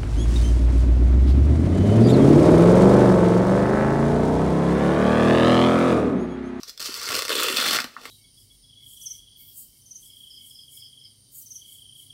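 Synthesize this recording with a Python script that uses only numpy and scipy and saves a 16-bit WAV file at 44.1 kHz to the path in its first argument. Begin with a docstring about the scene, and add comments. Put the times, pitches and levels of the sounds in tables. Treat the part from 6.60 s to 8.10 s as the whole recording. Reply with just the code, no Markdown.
"""First a few light crackles, then a growing rip: stiff paper is torn by hand in a small quiet room.
Random clicks for snapping fibres, bunched into jerks and bursts, ring seven zones of the sheet.
The loose flap pops as it buckles: each pop is a short sine. Filtered noise makes a low rumble.
Noise that dies away gives the room's short tail, over a faint steady background."""
import sys
import numpy as np
from scipy import signal
from scipy.fft import rfft, irfft
from scipy.io import wavfile
from scipy.ndimage import uniform_filter1d

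SR = 44100
rng = np.random.default_rng(int(sys.argv[2]) if len(sys.argv) > 2 else 0)


def store_pcm(level_fs):
    """Save levels as 16-bit WAV."""
    pcm = np.round(np.clip(level_fs, -1, 1) * 32767).astype(np.int16)
    wavfile.write(sys.argv[1], SR, np.atleast_2d(pcm).T)


N = 66150  # samples: 1.5 s
T = np.arange(N) / SR


def amp(db):
    """Turn decibels into a plain multiplier."""
    return 10 ** (np.asarray(db, float) / 20)


def unit(x):
    """Scale to an average (RMS) level of 1."""
    return x / np.sqrt(np.mean(x ** 2))


def ring(x, hz, width):
    """A resonance favours sound near its pitch; applied twice, it leaves dark valleys around it."""
    b, a = signal.iirpeak(hz, hz / (2.666 * width), fs=SR)
    once = signal.lfilter(b, a, x)
    return signal.lfilter(b, a, once)


def sprinkle(per_s, spread_db):
    """Clicks at random moments, some larger than the rest."""
    clicks = rng.random(N) < per_s / SR
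    extra = np.minimum(rng.exponential(size=N), 3)  # capped, so no click is huge
    return clicks * amp(spread_db * extra)


RISE_S, FALL_S = 0.0003, 0.0015  # time constants


def swell(times, sizes):
    """A quick rise and a short fall at each moment."""
    starts = np.zeros(N)
    at = np.clip((np.asarray(times) * SR).astype(int), 0, N - 1)
    np.add.at(starts, at, sizes)
    t = T[:1500]
    shape = (1 - np.exp(-t / RISE_S)) * np.exp(-t / FALL_S)
    return signal.fftconvolve(starts, shape / shape.max())[:N]


def walk(rate):
    """Random levels 1 / rate seconds apart, with steady slides from each to the next."""
    spacing = int(SR / rate)
    steps = np.repeat(rng.standard_normal(N // spacing + 1), spacing)
    return unit(uniform_filter1d(steps, spacing)[:N])


# tone of the background, before its overall level is set: (f/Hz, relative level/dB)
BACKGROUND_TONE = [(15, -35), (25, 9), (129, -2), (703, -3), (1240, -42), (1530, -7), (4750, -4.5),
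                   (14300, -17), (15500, -12)]
BACKGROUND_DB = -60


def background():
    """The faint steady noise of room and microphone: random noise shaped by pitch."""
    hz = np.maximum(np.arange(N // 2 + 1) * SR / N, 1)
    tone_hz, tone_db = np.array(BACKGROUND_TONE).T
    shape_db = np.interp(np.log(hz), np.log(tone_hz), tone_db)
    spectrum = rfft(rng.standard_normal(N)) * amp(shape_db)
    return amp(BACKGROUND_DB) * unit(irfft(spectrum, N))


# T60: time to fall by 60 dB; the early part comes from table and hands
EARLY_T60_S, EARLY_DB = 0.082, -11
ROOM_T60_S, ROOM_TREBLE_T60_S, ROOM_DB = 0.36, 0.34, -11
ROOM_GAP_S = 0.004  # silence before both parts start


def room(x):
    """Close reflections that fade fast and a longer diffuse tail, starting together; treble dies sooner."""
    t = T[:SR // 2]
    noise = rng.standard_normal(len(t))
    low = signal.sosfilt(signal.butter(1, 3500, fs=SR, output="sos"), noise)
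    treble = noise - low
    after_gap = t > ROOM_GAP_S
    close = noise * amp(-60 * t / EARLY_T60_S) * after_gap
    diffuse = low * amp(-60 * t / ROOM_T60_S) + treble * amp(-60 * t / ROOM_TREBLE_T60_S)
    diffuse = diffuse * after_gap
    tail = amp(EARLY_DB) * close / np.linalg.norm(close)
    tail = tail + amp(ROOM_DB) * diffuse / np.linalg.norm(diffuse)
    return x + signal.fftconvolve(x, tail)[:N]


# how hard the hand pulls: (t/s, level/dB), before the colour of each zone is added
PULL = [(0, -45), (.03, -60), (.07, -51), (.1, -42.5), (.12, -71), (.194, -81), (.198, -37), (.235, -42),
        (.26, -35.5), (.33, -41), (.37, -36.5), (.41, -38.5), (.43, -34), (.47, -36.5), (.56, -35.5),
        (.6, -34), (.615, -41), (.686, -44.5), (.7, -39), (.8, -31.5), (.95, -35.5), (.965, -31),
        (1.05, -30), (1.16, -31.5), (1.18, -43), (1.205, -38.5), (1.23, -65), (1.385, -61.5), (1.41, -54.5),
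        (1.43, -50.5), (1.46, -46.5), (1.48, -55), (1.5, -46.5)]


def pull_level():
    """The pull of the hand in dB, sliding evenly from one table row to the next."""
    return np.interp(T, *np.array(PULL).T)


RUMBLE_DB, RUMBLE_HZ = -44, 97  # half the pull level is added to RUMBLE_DB


def rumble(pull_db):
    """Low resonant noise that grows with the pull and wavers at random."""
    level = amp(pull_db / 2 + RUMBLE_DB + 2.1 * walk(9.8))
    return level * unit(ring(rng.standard_normal(N), RUMBLE_HZ, 67))


# the flap buckles: (t/s, peak level/dB, f/Hz)
POPS = [(0.29, -31, 333), (0.493, -43, 124), (.702, -19.5, 480), (.731, -26.5, 380), (.753, -20.5, 420),
        (.780, -25, 385), (.790, -27, 435), (.811, -21.5, 423), (.841, -27, 460), (.865, -28.5, 431),
        (.876, -27, 456), (.902, -24.5, 370), (0.923, -29, 423), (0.937, -31.5, 262), (1.1876, -16, 1385),
        (1.365, -24, 1254), (1.3658, -31, 1790)]
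POP_CYCLES, POP_LAW = 4.8, 0.37  # cycles at 1 kHz; deeper pops stop after fewer


def pops():
    """Each buckle of the flap is a sine that swells fast and stops within a few cycles."""
    out = np.zeros(N)
    for start, db, hz in POPS:
        t = T - start
        cycles = POP_CYCLES * (hz / 1000) ** POP_LAW
        done = np.clip(t * hz / cycles, 0, 1)  # share of its length
        envelope = np.sin(np.pi * done ** 0.79) ** 2
        out += amp(db) * envelope * np.sin(2 * np.pi * hz * t)
    return out


SNAPS_PER_S, SNAP_SPREAD_DB = 14000, 2.5


def snaps():
    """Each snapping fibre is one click, pushing up or down at random."""
    return unit(sprinkle(SNAPS_PER_S, SNAP_SPREAD_DB) * rng.choice([-1., 1.], N))


JERKS_PER_S, JERK_SPREAD_DB, JERK_DB = 260, 2, 1


def jerks():
    """The tear advances in small random jerks, each a brief swell in level."""
    jerk = sprinkle(JERKS_PER_S, JERK_SPREAD_DB)
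    at = np.flatnonzero(jerk)
    return amp(JERK_DB) * swell(at / SR, jerk[at])


# resonances of each zone of the sheet: (f/Hz, width setting/Hz, relative level/dB)
CRACKLE = [(4450, 420, 2), (5200, 550, -1), (5950, 550, -1)]
DRUM = [(170, 156, -12.5), (254, 55, 5.5), (786, 175, 1.5)]
FLAP = [(378, 85.5, 1), (463, 112, 1.5), (616, 119, -7)]
BODY = [(1195, 153, 1), (1405, 86.6, 1), (1946, 412, -1.5)]
UPPER = [(2586, 170, -0.025), (3103, 110, -3)]
BRIGHT = [(4300, 190, -2), (3470, 140, 0)]
TREBLE = [(7680, 1400, 7.54), (11480, 990, 1.7), (14170, 2570, 0.66)]
ZONES = CRACKLE, DRUM, FLAP, BODY, UPPER, BRIGHT, TREBLE


def ring_zone(x, zone):
    """Paper rings at several pitches at once; neighbours are added with opposite signs."""
    return sum((-1) ** j * amp(db) * ring(x, hz, width) for j, (hz, width, db) in enumerate(zone))


# strong bursts of fibres, before halving and the zone colour:
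# (t/s, peak level/dB, level added in drum, flap and body/dB)
BURSTS = [(0.0321, -23.5, -3), (0.079, -32.5, 0), (0.0832, -34, -4), (.094, -28, -2), (0.176, -29.5, -3),
          (0.196, -28, 7), (0.214, -25.5, 9), (0.2255, -23.5, 1), (0.251, -26, -2), (0.258, -22.5, 1.5),
          (0.263, -21.5, -13), (.286, -38.5, 11), (0.341, -19.5, -17), (.415, -21.5, -2), (0.43, -19, -16),
          (0.456, -20, -12), (.466, -22, -6), (0.488, -18.5, -5), (0.503, -26, 8.5), (.519, -21, -0.5),
          (0.542, -22.5, 4), (0.549, -24.5, -7), (.552, -14.5, 0.5), (0.564, -18, -4), (0.573, -27, 9.5),
          (0.59, -18.5, 1.5), (0.621, -17.5, 1.5), (0.6506, -21, 2), (0.681, -23, 3), (.693, -19, -2.5),
          (0.703, -23, 8), (0.718, -22, 2.5), (.753, -21.5, -2), (0.78, -27, 2.5), (0.963, -16, -6.5),
          (0.969, -11, -8), (.981, -15.5, -5), (1.001, -15, -5), (1.011, -17, -4), (1.023, -22, 8.5),
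          (1.046, -22, 1), (1.062, -21.5, 8), (1.078, -17.5, -5), (1.085, -16, 5), (1.096, -19.5, 3.5),
          (1.109, -15, 1), (1.131, -14.5, -0.5), (1.136, -15.5, 3.5), (1.146, -17, 5), (1.153, -24, 8.5),
          (1.158, -18, 4.5), (1.168, -20.5, 8.5), (1.1866, -21.5, 7), (1.2018, -17, -2), (1.218, -28, -12),
          (1.242, -20.5, 1), (1.454, -32.5, 10)]
# how the zones ring against the pull: (t/s, crackle level/dB, drum level/dB, flap level/dB,
# body level/dB, upper body level/dB, bright ring level/dB, treble level/dB)
COLOUR = [(0, -0.5, -18, -19, -6.5, -10, -21, -7), (.1, -0.5, -26, -18.5, -11, -24, -2, -4.5),
          (.26, 0, -26, -18, -7, -6, -10.5, -3.5), (.47, -2, -29, -17.5, -3.5, -18, -11.5, -6.5),
          (0.509, -1, -10.5, -5, 0.5, -3.5, -4.5, -1), (.66, 0, -26, -6, -2.5, -5.5, -3.5, -2),
          (0.711, -4.5, -18, -2.5, 2, -1, 4.5, 1.5), (0.919, -1.5, -28, -6, 0.5, 1, -1.5, 1),
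          (0.968, -4.5, -11.5, -10.5, 0.5, -2.5, 1.5, -4.5), (1.16, -1, -11.5, -16, -2.5, -7.5, -2.5, -2),
          (1.222, 0, -5, -15, 5, -8, -4.5, -4), (1.33, -3, -7, -5, -4, -2, -6, -4.5),
          (1.39, 0, 5, -1, -7, 1, -2, -0.5), (1.429, -3, -9, -5.5, -2, -8, -3, -2),
          (1.5, -2, -10, -5, 2, -14, -1.5, -3)]
OWN_SHARE = 0.34  # share of snap energy that each zone has to itself


def tear(pull_db):
    """Snapping fibres, bunched into jerks and bursts, ring each zone; zones share part of both."""
    shared_snaps, shared_jerks = snaps(), jerks()
    burst_s, peak_db, low_db = np.array(BURSTS).T
    colour_s, *zone_colours = np.array(COLOUR).T
    burst_extras = 0, low_db, low_db, low_db, 0, 0, 0  # in the order of ZONES
    out = 0
    for zone, colour_db, extra_db in zip(ZONES, zone_colours, burst_extras):
        fibres = np.sqrt(1 - OWN_SHARE) * shared_snaps + np.sqrt(OWN_SHARE) * snaps()
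        tint = amp(np.interp(T, colour_s, colour_db))
        pull = amp(pull_db) * unit(1 + shared_jerks + jerks())
        burst = swell(burst_s, amp(peak_db + extra_db)) / 2
        driven = fibres * tint * np.hypot(pull, burst)
        # dividing by the steady ring keeps narrow and wide zones comparable
        out = out + ring_zone(driven, zone) / np.std(ring_zone(fibres, zone))
    return out


def scene():
    """Tear, rumble and pops sound in the room, over its background."""
    pull_db = pull_level()
    paper = tear(pull_db) + rumble(pull_db) + pops()
    return (room(paper) + background())[None]


TOP_HZ = 15750


def record(dry):
    """A steep filter removes the very highest treble, above TOP_HZ."""
    return signal.sosfilt(signal.ellip(12, .3, 85, TOP_HZ, fs=SR, output="sos"), dry)


dry = scene()
out = record(dry)
store_pcm(out)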